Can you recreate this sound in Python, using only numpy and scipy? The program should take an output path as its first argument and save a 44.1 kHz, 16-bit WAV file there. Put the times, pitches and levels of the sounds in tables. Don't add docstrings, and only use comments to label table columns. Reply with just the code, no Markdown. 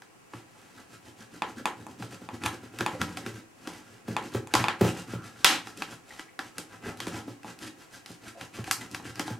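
import sys
import numpy as np
from scipy import signal
from scipy.fft import rfft, irfft, next_fast_len
from scipy.io import wavfile

SR = 44100
rng = np.random.default_rng(int(sys.argv[2]) if len(sys.argv) > 2 else 0)


def unload_audio(sound):
    columns = np.transpose(np.atleast_2d(sound))
    steps = np.round(np.clip(columns, -1, 1) * 32767)
    wavfile.write(sys.argv[1], SR, steps.astype(np.int16))


N = 414099

# freq_hz, level_db
ROOM_TONE_EQ = [(25, -7), (60, -20), (120, -2.5), (200, -5.5), (320, -1), (550, -7), (800, -7.5),
                (1600, -11.5), (2700, -13.5), (3600, -22.5), (8000, -19.5), (13500, -29.5), (15500, -33)]
# freq_hz, t60_s
ROOM_DECAY = [(100, 0.52), (400, 0.32), (1200, 0.28), (4000, 0.245), (8000, 0.235), (15000, 0.21)]
# pitch_hz, width_hz, lift_db
SHELL_MODES = [(114, 18, 5.5), (172, 16, 8), (210, 40, -4.5), (258, 30, 3), (308, 50, 7), (400, 30, 3),
               (550, 60, 5), (775, 45, 7), (856, 40, 5), (960, 50, 3), (1130, 90, 2), (1320, 90, 3),
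               (1610, 200, 2.5), (2000, 110, 3), (2780, 110, 2), (3060, 90, 3), (3375, 70, 2.5),
               (3800, 70, 2.5), (4040, 90, 1)]

# start_s, boom_db, knock_db, wall_pitch_hz
BENCH_KNOCKS = [(0.337, -45, -52, 296), (0.93, -60, -59, 300), (1.21, -52, -51, 300),
                (1.797, -53, -45, 301), (2.0, -41, -41, 290), (2.216, -48, -39.5, 258),
                (2.451, -40, -48, 290), (2.631, -52, -39.5, 258), (2.736, -58, -44, 339),
                (2.806, -41, -26, 172), (2.929, -44, -49, 300), (3.266, -57, -43, 300),
                (3.673, -62, -35.5, 306), (4.08, -34, -28, 220), (4.345, -29, -22, 387),
                (4.541, -31, -22, 305), (4.587, -27.5, -42, 166), (4.809, -19.5, -12.5, 382),
                (4.844, -27, -17.5, 166), (5.134, -31, -28.5, 177), (6.583, -59, -35, 312),
                (7.067, -43, -29.5, 312), (7.279, -46, -34, 296), (7.497, -61, -58, 300),
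                (7.773, -60, -50, 290), (8.1, -46, -40.5, 284), (8.586, -33, -35.5, 392),
                (9.196, -54, -27.5, 296), (9.301, -32.5, -34, 274)]
# freq_hz, level_db
BOOM_EQ = [(25, -82), (60, -21), (90, -5), (120, 6), (160, -8.5), (220, -5), (450, -73.5)]
KNOCK_EQ = [(30, -42.5), (120, -15), (200, -5), (290, -7), (410, -5), (580, -12.5), (900, -19.5),
            (3000, -30), (10000, -39.5)]

# first_stroke_s, last_stroke_s, strokes_per_s, first_db, last_db
WIGGLE_BOUTS = [(0.793, 1.494, 7, -56.5, -55), (1.804, 2.343, 9, -58, -57), (2.65, 2.759, 9, -55, -52.5),
                (2.928, 3.368, 11, -47, -53), (4.988, 5.262, 7.5, -42.5, -51.5),
                (5.686, 5.917, 8, -52.5, -49), (6.45, 7.303, 7, -51, -56.5),
                (7.485, 7.813, 6.5, -48, -57.5), (7.952, 8.581, 6.5, -54, -48.5),
                (8.705, 9.312, 8, -49, -48)]
# middle_s, length_s, level_db
SINGLE_PUSHES = [(0.362, 0.057, -55), (0.635, 0.18, -62.5), (1.24, 0.0069, -72), (1.591, 0.032, -51.5),
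                 (2.03, 0.039, -48), (2.133, 0.037, -49.5), (2.346, 0.019, -51), (2.45, 0.035, -40),
                 (2.543, 0.025, -46), (2.812, 0.02, -38.5), (3.022, 0.022, -37), (3.276, 0.048, -49),
                 (3.712, 0.11, -50), (3.915, 0.096, -61), (4.113, 0.046, -49), (4.255, 0.042, -47.5),
                 (4.356, 0.035, -41), (4.592, 0.06, -33.5), (4.863, 0.055, -34), (5.093, 0.029, -52),
                 (5.474, 0.15, -53), (6.143, 0.086, -53), (6.875, 0.045, -41), (7.037, 0.058, -48),
                 (7.085, 0.012, -44), (7.161, 0.053, -42.5), (7.634, 0.037, -48.5), (9.102, 0.015, -49)]
# time_s, flex_db, edge_db
GRIP_BALANCE = [(0.3, -6.5, -1.5), (1.2, 0.5, 1), (1.7, 7.5, 1), (2.5, 2.5, -1.5), (2.8, 1.5, -3.5),
                (3.05, 5, -2), (3.4, 6, 0), (3.7, -5.5, 0), (4.05, 10, 0), (4.6, -12, -1), (4.9, -4, -1),
                (5.15, -3, 0.5), (5.85, 2.5, 2), (6.2, -14.5, 0.5), (6.85, 0, -2.5), (7.35, 3, 1),
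                (7.7, -7.5, 2.5), (8.5, -2.5, 1), (9.3, 2.5, -1)]
# freq_hz, level_db
FLEX_EQ = [(25, -23), (60, -26), (90, -0.5), (120, 3), (165, -9), (215, 0), (290, -0.5), (420, -8),
           (600, -21), (1000, -46.5)]
RUB_EQ = [(350, 3.5), (620, 2.5), (800, 2.5), (1100, 1), (1550, 6), (2000, 0.5), (2600, 2), (3500, -12.5),
          (6000, -35)]
SCRAPE_EQ = [(1500, -29.5), (2600, -12), (4000, -10.5), (5700, -11), (8000, -13.5), (12000, -20.5),
             (14200, -27), (15500, -45.5)]
# middle_s, length_s, pitch_hz, level_db
SHEET_SQUEAKS = [(0.785, 0.0091, 1450, -51), (0.943, 0.03, 1460, -59.5), (1.22, 0.015, 1530, -57),
                 (1.356, 0.03, 1480, -55), (1.591, 0.019, 1530, -46), (2.952, 0.017, 530, -41.5),
                 (4.28, 0.1, 324, -60), (5.186, 0.11, 1320, -52), (6.11, 0.0048, 1950, -44),
                 (6.29, 0.0087, 1980, -53), (6.865, 0.035, 390, -41.5), (6.894, 0.05, 780, -54),
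                 (7.16, 0.064, 795, -49), (7.282, 0.0099, 255, -34.5), (7.657, 0.058, 289, -45.5),
                 (7.948, 0.018, 1610, -58), (8.278, 0.017, 1520, -49), (8.37, 0.024, 610, -49.5)]
# middle_s, length_s, level_db, pitch_hz
RIM_RASPS = [(2.462, 0.0077, -32.5, 11800), (4.083, 0.0092, -49, 2980), (6.202, 0.022, -49, 1960),
             (7.081, 0.0076, -40.5, 9500), (7.63, 0.0095, -44, 2920), (7.675, 0.011, -44, 2600),
             (7.94, 0.013, -53, 1600), (8.285, 0.011, -44.5, 1570), (8.414, 0.0072, -45, 2550),
             (8.552, 0.022, -48, 2570), (8.675, 0.012, -41.5, 2500), (8.815, 0.0072, -40.5, 2030),
             (8.95, 0.0064, -46, 2530), (9.062, 0.017, -48, 1650), (9.275, 0.015, -42.5, 850)]
# freq_hz, level_db
RASP_EQ = [(300, 4), (800, -13), (1600, 6), (2700, -1), (5000, -2.5), (10000, -6.5), (14000, -18),
           (15500, -45)]

# start_s, level_db, patch_pitch_hz, tilt_db_per_octave, tick_db
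RESIN_POPS = [(1.4209, -32.5, 930, -1.5, -8.5), (1.6562, -30.5, 960, -1, 0.5),
              (1.8667, -48, 940, -6.5, 0.5), (2.289, -44, 960, -3.5, -10), (2.437, -44.5, 1210, 3, 6),
              (2.4613, -34.5, 1210, 1, 3), (2.863, -32, 910, -1, -0.5), (4.1661, -32, 910, -1.5, -3.5),
              (4.4725, -52, 850, -1.5, 7.5), (4.6413, -30.5, 980, -1, -8), (4.6839, -29, 1500, 0.5, -5.5),
              (7.446, -44.5, 776, -8.5, -13), (8.999, -53.5, 1120, -6, -12)]
# pitch_hz, width_hz, level_db
LIP_MODES = [(320, 45, -1), (860, 100, 0), (1060, 230, -0.5), (1500, 100, -11), (1760, 140, -5),
             (2300, 160, -6), (2500, 200, 0), (3480, 240, -1), (4450, 260, -4)]
# freq_hz, level_db
TICK_EQ = [(2000, -50), (4800, -36), (5800, -25), (6900, -16.5), (8200, -22), (10000, -23), (13000, -32),
           (16000, -48)]
POP_SEND_EQ = [(100, -14), (340, -1), (600, -7.5), (880, 1.5), (1250, -4), (1750, -3.5), (2100, -4.5),
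               (2800, -5.5), (4500, -8.5), (8000, -17)]

# start_s, level_db, patch_pitch_hz, tilt_db_per_octave
RESIN_CRACKS = [(0.0198, -59, 1540, -1), (0.3351, -51.5, 1250, -7), (2.0235, -48.5, 1550, -3),
                (2.787, -46.5, 1470, 1.5), (2.807, -38.5, 1550, -2.5), (3.0147, -36.5, 1420, -1.5),
                (3.1715, -42.5, 750, -1), (3.2624, -47, 1440, -2), (3.673, -47.5, 930, -1),
                (4.538, -27.5, 794, -1), (4.551, -26.5, 1060, -2.5), (5.4449, -9.5, 2940, -0.5),
                (5.6709, -49, 1346, -2), (5.7736, -60.5, 2490, 5), (5.821, -39, 2540, -2.5),
                (6.194, -47.5, 2080, -2), (6.3907, -39.5, 1690, -3.5), (6.582, -44.5, 9250, 1.5),
                (6.972, -64, 4000, 4), (7.0024, -41.5, 3100, -1), (7.0684, -45, 850, -1.5),
                (7.4314, -60, 2580, -1.5), (7.589, -65.5, 2570, 5), (8.06, -53, 1600, 0.5),
                (8.4107, -47.5, 2570, -2), (8.6416, -51, 2440, 0), (8.6767, -51.5, 754, -7),
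                (8.7109, -32.5, 1270, 3), (8.913, -71, 5300, 8.5), (8.9462, -43, 2530, -1),
                (9.1562, -56, 4800, 1.5), (9.1949, -36.5, 1630, -1), (9.2793, -45, 840, -4.5)]
# freq_hz, level_db
SNAP_EQ = [(30, -36), (55, -23), (120, -26.5), (300, -2), (480, -13), (620, -11), (850, -6.5), (1400, -3.5),
           (3000, -14), (5000, -6), (9000, -2), (13000, -8), (16000, -34)]
PRESENCE_EQ = [(350, -4.5), (1100, -3), (1700, -1), (2900, 5), (4500, -2), (8500, -12.5)]
# pitch_hz, width_hz, level_db
PLATE_MODES = [(330, 200, 0), (950, 450, -1), (1550, 450, -4), (2500, 600, -3), (3500, 700, -5),
               (4500, 600, -8)]
# pitch_hz, width_hz, lift_db
RIM_MODES = [(770, 70, 4), (1630, 150, 3.5), (2580, 300, 3), (4050, 200, 3), (5300, 200, 3)]
# low_hz, high_hz
TILT_SPAN = (350, 8500)

# freq_hz, share_cut
RECORDER_NOTCHES = [(380, 0), (580, .55), (2400, .45), (5000, .3), (9000, .1)]


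def from_db(db):
    return 10 ** (np.asarray(db) / 20)


def rms_one(x):
    return x / np.sqrt(np.mean(x ** 2) + 1e-20)


def at_hz(points, hz):
    freqs, values = np.transpose(points)
    return np.interp(np.log(np.maximum(hz, 1)), np.log(freqs), values)


def add(track, start_s, sound):
    start = max(round(start_s * SR), 0)
    track[start:start + len(sound)] += sound[:N - start]


def drift(per_s):
    knots = rng.standard_normal(N // 20)
    return rms_one(np.interp(np.arange(N) / SR * per_s, np.arange(len(knots)), knots))


def eq(x, curve):
    size = 2 * next_fast_len(x.shape[-1] // 2 + 2048)
    log_gain = np.log(from_db(at_hz(curve, np.fft.rfftfreq(size, 1 / SR))))
    causal = np.r_[1, np.full(size // 2 - 1, 2), 1, np.zeros(size // 2 - 1)]
    response = np.exp(rfft(irfft(log_gain) * causal))
    return irfft(rfft(x, size) * response, size)[..., :x.shape[-1]]


def resonance(x, hz, width_hz):
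    r = np.exp(-np.pi * width_hz / SR)
    poles = [1, -2 * r * np.cos(2 * np.pi * hz / SR), r * r]
    return (1 - r * r) / 2 * signal.lfilter([1, 0, -1], poles, x + 1e-18)


def ring(x, modes):
    return sum(from_db(db) * resonance(x, hz, width) for hz, width, db in modes)


def lift(x, modes, share=1):
    return x + sum((from_db(share * db) - 1) * resonance(x, hz, width) for hz, width, db in modes)


def burst(t60_s, rise_s, size=6000):
    t = np.arange(size) / SR
    fade = np.exp(-np.log(1000) * t / t60_s) * (1 - np.exp(-t / rise_s))
    x = rng.standard_normal(size) * fade
    for _ in range(2):
        spectrum = rfft(x)
        x = irfft(spectrum / (np.abs(spectrum) + 1e-12)) * np.sqrt(fade)
    return x / np.sqrt(np.sum(x ** 2))


def friction(curve, slips_per_s, spread_db, hiss, judder_db, judder_per_s):
    sizes = from_db(spread_db * np.minimum(rng.exponential(1, N), 4)) * rng.choice([-1, 1], N)
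    slips = rms_one(sizes * (rng.random(N) < slips_per_s / SR))
    texture = slips + hiss * rng.standard_normal(N)
    grip = from_db(judder_db * np.tanh(drift(judder_per_s)))
    return rms_one(eq(texture * grip, curve))


def push(t, middle_s, length_s):
    return .5 ** np.minimum((2 * (t - middle_s) / length_s) ** 2, 60)


def stereo_noise(size, side):
    mid, difference = rng.standard_normal((2, size))
    return mid + side * difference * np.array([[1], [-1]])


def room_tone(level_db):
    return from_db(level_db) * rms_one(eq(stereo_noise(N, side=0.97), ROOM_TONE_EQ))


def workshop_reverb(send, wet_db, side, build_s, size=22050):
    t, tail = np.arange(size) / SR, 0
    edges_hz = np.geomspace(60, 17000, 10)
    for low, high in zip(edges_hz, edges_hz[1:]):
        hz = np.sqrt(low * high)
        width = side * hz / (hz + 500) * (1 + (hz / 13000) ** 2)
        band = signal.butter(2, [low, high], "band", fs=SR, output="sos")
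        noise = signal.sosfilt(band, stereo_noise(size, width))
        decay = from_db(-60 * t / at_hz(ROOM_DECAY, hz))
        tail += noise * decay * hz / (hz + 120)
    tail = rms_one(tail * (1 - np.exp(-t / build_s))) / np.sqrt(size)
    return from_db(wet_db) * signal.fftconvolve(send[None], tail, axes=1)[:, :N]


def bench_knocks(boom_gain_db, knock_gain_db, wall_lift_db, wall_width_hz):
    out = np.zeros(N)
    for start_s, boom_db, knock_db, wall_hz in BENCH_KNOCKS:
        boom = eq(burst(t60_s=0.05, rise_s=0.0048), BOOM_EQ)
        knock = eq(burst(t60_s=0.066, rise_s=0.0018), KNOCK_EQ)
        knock = lift(knock, [(wall_hz, wall_width_hz, wall_lift_db)])
        add(out, start_s, from_db(boom_db + boom_gain_db) * boom)
        add(out, start_s, from_db(knock_db + knock_gain_db) * knock)
    return out


def squeaks(q):
    t, out = np.arange(N) / SR, 0
    for middle_s, length_s, hz, level_db in SHEET_SQUEAKS:
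        band = resonance(rng.standard_normal(N), hz, hz / q)
        note = rms_one(resonance(band, hz, hz / q))
        out += from_db(level_db) * np.sqrt(push(t, middle_s, length_s)) * note
    return out


def rim_rasps(lift_db, q):
    t, out = np.arange(N) / SR, 0
    grit = friction(RASP_EQ, slips_per_s=5000, spread_db=2.5, hiss=.4, judder_db=2, judder_per_s=400)
    for middle_s, length_s, level_db, hz in RIM_RASPS:
        rasp = rms_one(lift(grit, [(hz, hz / q, lift_db)]))
        out += from_db(level_db) * np.sqrt(push(t, middle_s, length_s)) * rasp
    return out


def wiggles(stroke_s):
    strokes = []
    for first_s, last_s, per_s, first_db, last_db in WIGGLE_BOUTS:
        count = 1 + round((last_s - first_s) * per_s)
        ramp = np.linspace((first_s, first_db), (last_s, last_db), count)
        strokes += [(middle_s, stroke_s, level_db) for middle_s, level_db in ramp]
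    return strokes


def wandering_contact(x, modes, swell_db, per_s):
    moving_modes = [(hz, width, swell_db * np.tanh(drift(per_s))) for hz, width, _ in modes]
    return rms_one(lift(x, moving_modes))


def sheet_strokes(flex_gain_db, rub_gain_db, edge_gain_db):
    t, power = np.arange(0, N, 40) / SR, 0
    usual_db, edge_growth = -52, 0.87
    grip_s, *grip_columns = np.transpose(GRIP_BALANCE)
    for middle_s, length_s, level_db in wiggles(stroke_s=0.046) + SINGLE_PUSHES:
        flex_db, bite_db = [np.interp(middle_s, grip_s, column) for column in grip_columns]
        edge_db = usual_db + bite_db + edge_growth * (level_db - usual_db)
        gains = from_db([[level_db + flex_db], [level_db], [edge_db]])
        power += gains ** 2 * push(t, middle_s, length_s)
    flex_env, rub_env, edge_env = [np.interp(np.arange(N) / SR, t, np.sqrt(p)) for p in power]
    flex = friction(FLEX_EQ, slips_per_s=400, spread_db=1.5, hiss=.7, judder_db=2, judder_per_s=50)
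    rub = friction(RUB_EQ, slips_per_s=1800, spread_db=2.5, hiss=.45, judder_db=3, judder_per_s=200)
    edge = friction(SCRAPE_EQ, slips_per_s=2500, spread_db=3.3, hiss=.45, judder_db=3, judder_per_s=200)
    flex = wandering_contact(flex, SHELL_MODES[:7], swell_db=3.5, per_s=8.2)
    rub = wandering_contact(rub, SHELL_MODES[7:15], swell_db=5, per_s=12)
    return (from_db(flex_gain_db) * flex_env * flex
            + from_db(rub_gain_db) * rub_env * rub
            + from_db(edge_gain_db) * edge_env * edge)


def resin_pops(gain_db, patch_lift_db, patch_q, tick_send_db):
    direct, send = np.zeros((2, N))
    soft_contact = signal.butter(2, 2900, fs=SR, output="sos")
    jolt = signal.sosfilt(soft_contact, signal.unit_impulse(6000))
    for start_s, level_db, patch_hz, tilt, tick_db in RESIN_POPS:
        kick = eq(jolt, [(hz, tilt * np.log2(hz / patch_hz)) for hz in TILT_SPAN])
        kick = lift(kick, [(patch_hz, patch_hz / patch_q, patch_lift_db)])
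        tick = from_db(tick_db) * eq(burst(t60_s=0.0077, rise_s=0.0003), TICK_EQ)
        gain = from_db(gain_db + level_db)
        add(direct, start_s, gain * (ring(kick, LIP_MODES) + tick))
        add(send, start_s, gain * (eq(kick, POP_SEND_EQ) + from_db(tick_send_db) * tick))
    return direct, send


def resin_cracks(gain_db, plate_db, patch_lift_db, patch_q, send_db):
    direct, send = np.zeros((2, N))
    lowpass, highpass = [signal.butter(2, 5000, kind, fs=SR, output="sos") for kind in ("low", "high")]
    hz, pivot_hz = np.geomspace(30, 16000, 60), 1800
    octaves = np.log2(np.clip(hz, *TILT_SPAN) / pivot_hz)
    for start_s, level_db, patch_hz, tilt in RESIN_CRACKS:
        run = 1 + 2.4 * from_db(level_db)
        body = signal.sosfilt(lowpass, burst(t60_s=0.011 * run, rise_s=0.0026 * run))
        tip = signal.sosfilt(highpass, burst(t60_s=0.012 * run, rise_s=0.00064 * run))
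        plate = ring(burst(t60_s=0.04, rise_s=0.00016), PLATE_MODES)
        tone = np.c_[hz, at_hz(SNAP_EQ, hz) + at_hz(PRESENCE_EQ, hz) + tilt * octaves]
        patch = [(patch_hz, patch_hz * run ** 2 / patch_q, patch_lift_db)]
        snap = lift(eq(body + tip + from_db(plate_db) * plate, tone), patch)
        thrown = lift(eq(burst(t60_s=0.011, rise_s=0.00056), tone), patch)
        gain = from_db(gain_db + level_db)
        add(direct, start_s, gain * lift(snap, RIM_MODES, share=1 / run ** 3))
        add(send, start_s, gain * from_db(send_db) * thrown)
    return direct, send


def scene():
    strokes = sheet_strokes(flex_gain_db=-0.5, rub_gain_db=-2, edge_gain_db=-4)
    rasps = rim_rasps(lift_db=6.5, q=9.7)
    pops, pop_send = resin_pops(gain_db=46, patch_lift_db=3.5, patch_q=3.3, tick_send_db=-2.5)
    cracks, crack_send = resin_cracks(gain_db=45, plate_db=-2, patch_lift_db=6.5, patch_q=7.2,
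                                      send_db=1.5)
    knocks = bench_knocks(boom_gain_db=48, knock_gain_db=40.5, wall_lift_db=9.5, wall_width_hz=43)
    handling = lift(strokes + rasps + knocks, SHELL_MODES) + squeaks(q=3.7)
    direct = handling + lift(cracks, SHELL_MODES) + pops
    send = handling + lift(crack_send, SHELL_MODES[:10], share=0.8) + pop_send
    return room_tone(level_db=-56.5) + workshop_reverb(send, wet_db=-3, side=0.4, build_s=0.002) + direct


def notch_comb(x, spacing_hz):
    size = next_fast_len(N + 4096)
    hz = np.fft.rfftfreq(size, 1 / SR)
    delay = np.exp(-2j * np.pi * hz / spacing_hz)
    comb = delay / (2 - delay)
    return irfft(rfft(x, size) * (1 - at_hz(RECORDER_NOTCHES, hz) * comb), size)[:, :N]


def limiter(x, threshold_db, release_db_per_s, attack_s):
    over_db = np.maximum(20 * np.log10(np.abs(x).max(axis=0) + 1e-9) - threshold_db, 0)
    release = release_db_per_s * np.arange(N) / SR
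    duck_db = np.maximum.accumulate(over_db + release) - release
    r = np.exp(-1 / (attack_s * SR))
    return x * from_db(-signal.lfilter([1 - r], [1, -r], duck_db))


def record(dry):
    low_cut = signal.butter(2, 26, "high", fs=SR, output="sos")
    top_cut = signal.ellip(10, .2, 80, 15900, fs=SR, output="sos")
    heard = signal.sosfilt(low_cut, notch_comb(dry, spacing_hz=301))
    held = limiter(heard, threshold_db=-0.5, release_db_per_s=105, attack_s=0.0011)
    rounded = .53 * np.tanh(held / .53)
    return signal.sosfilt(top_cut, rounded)


dry = scene()
out = record(dry)
unload_audio(out)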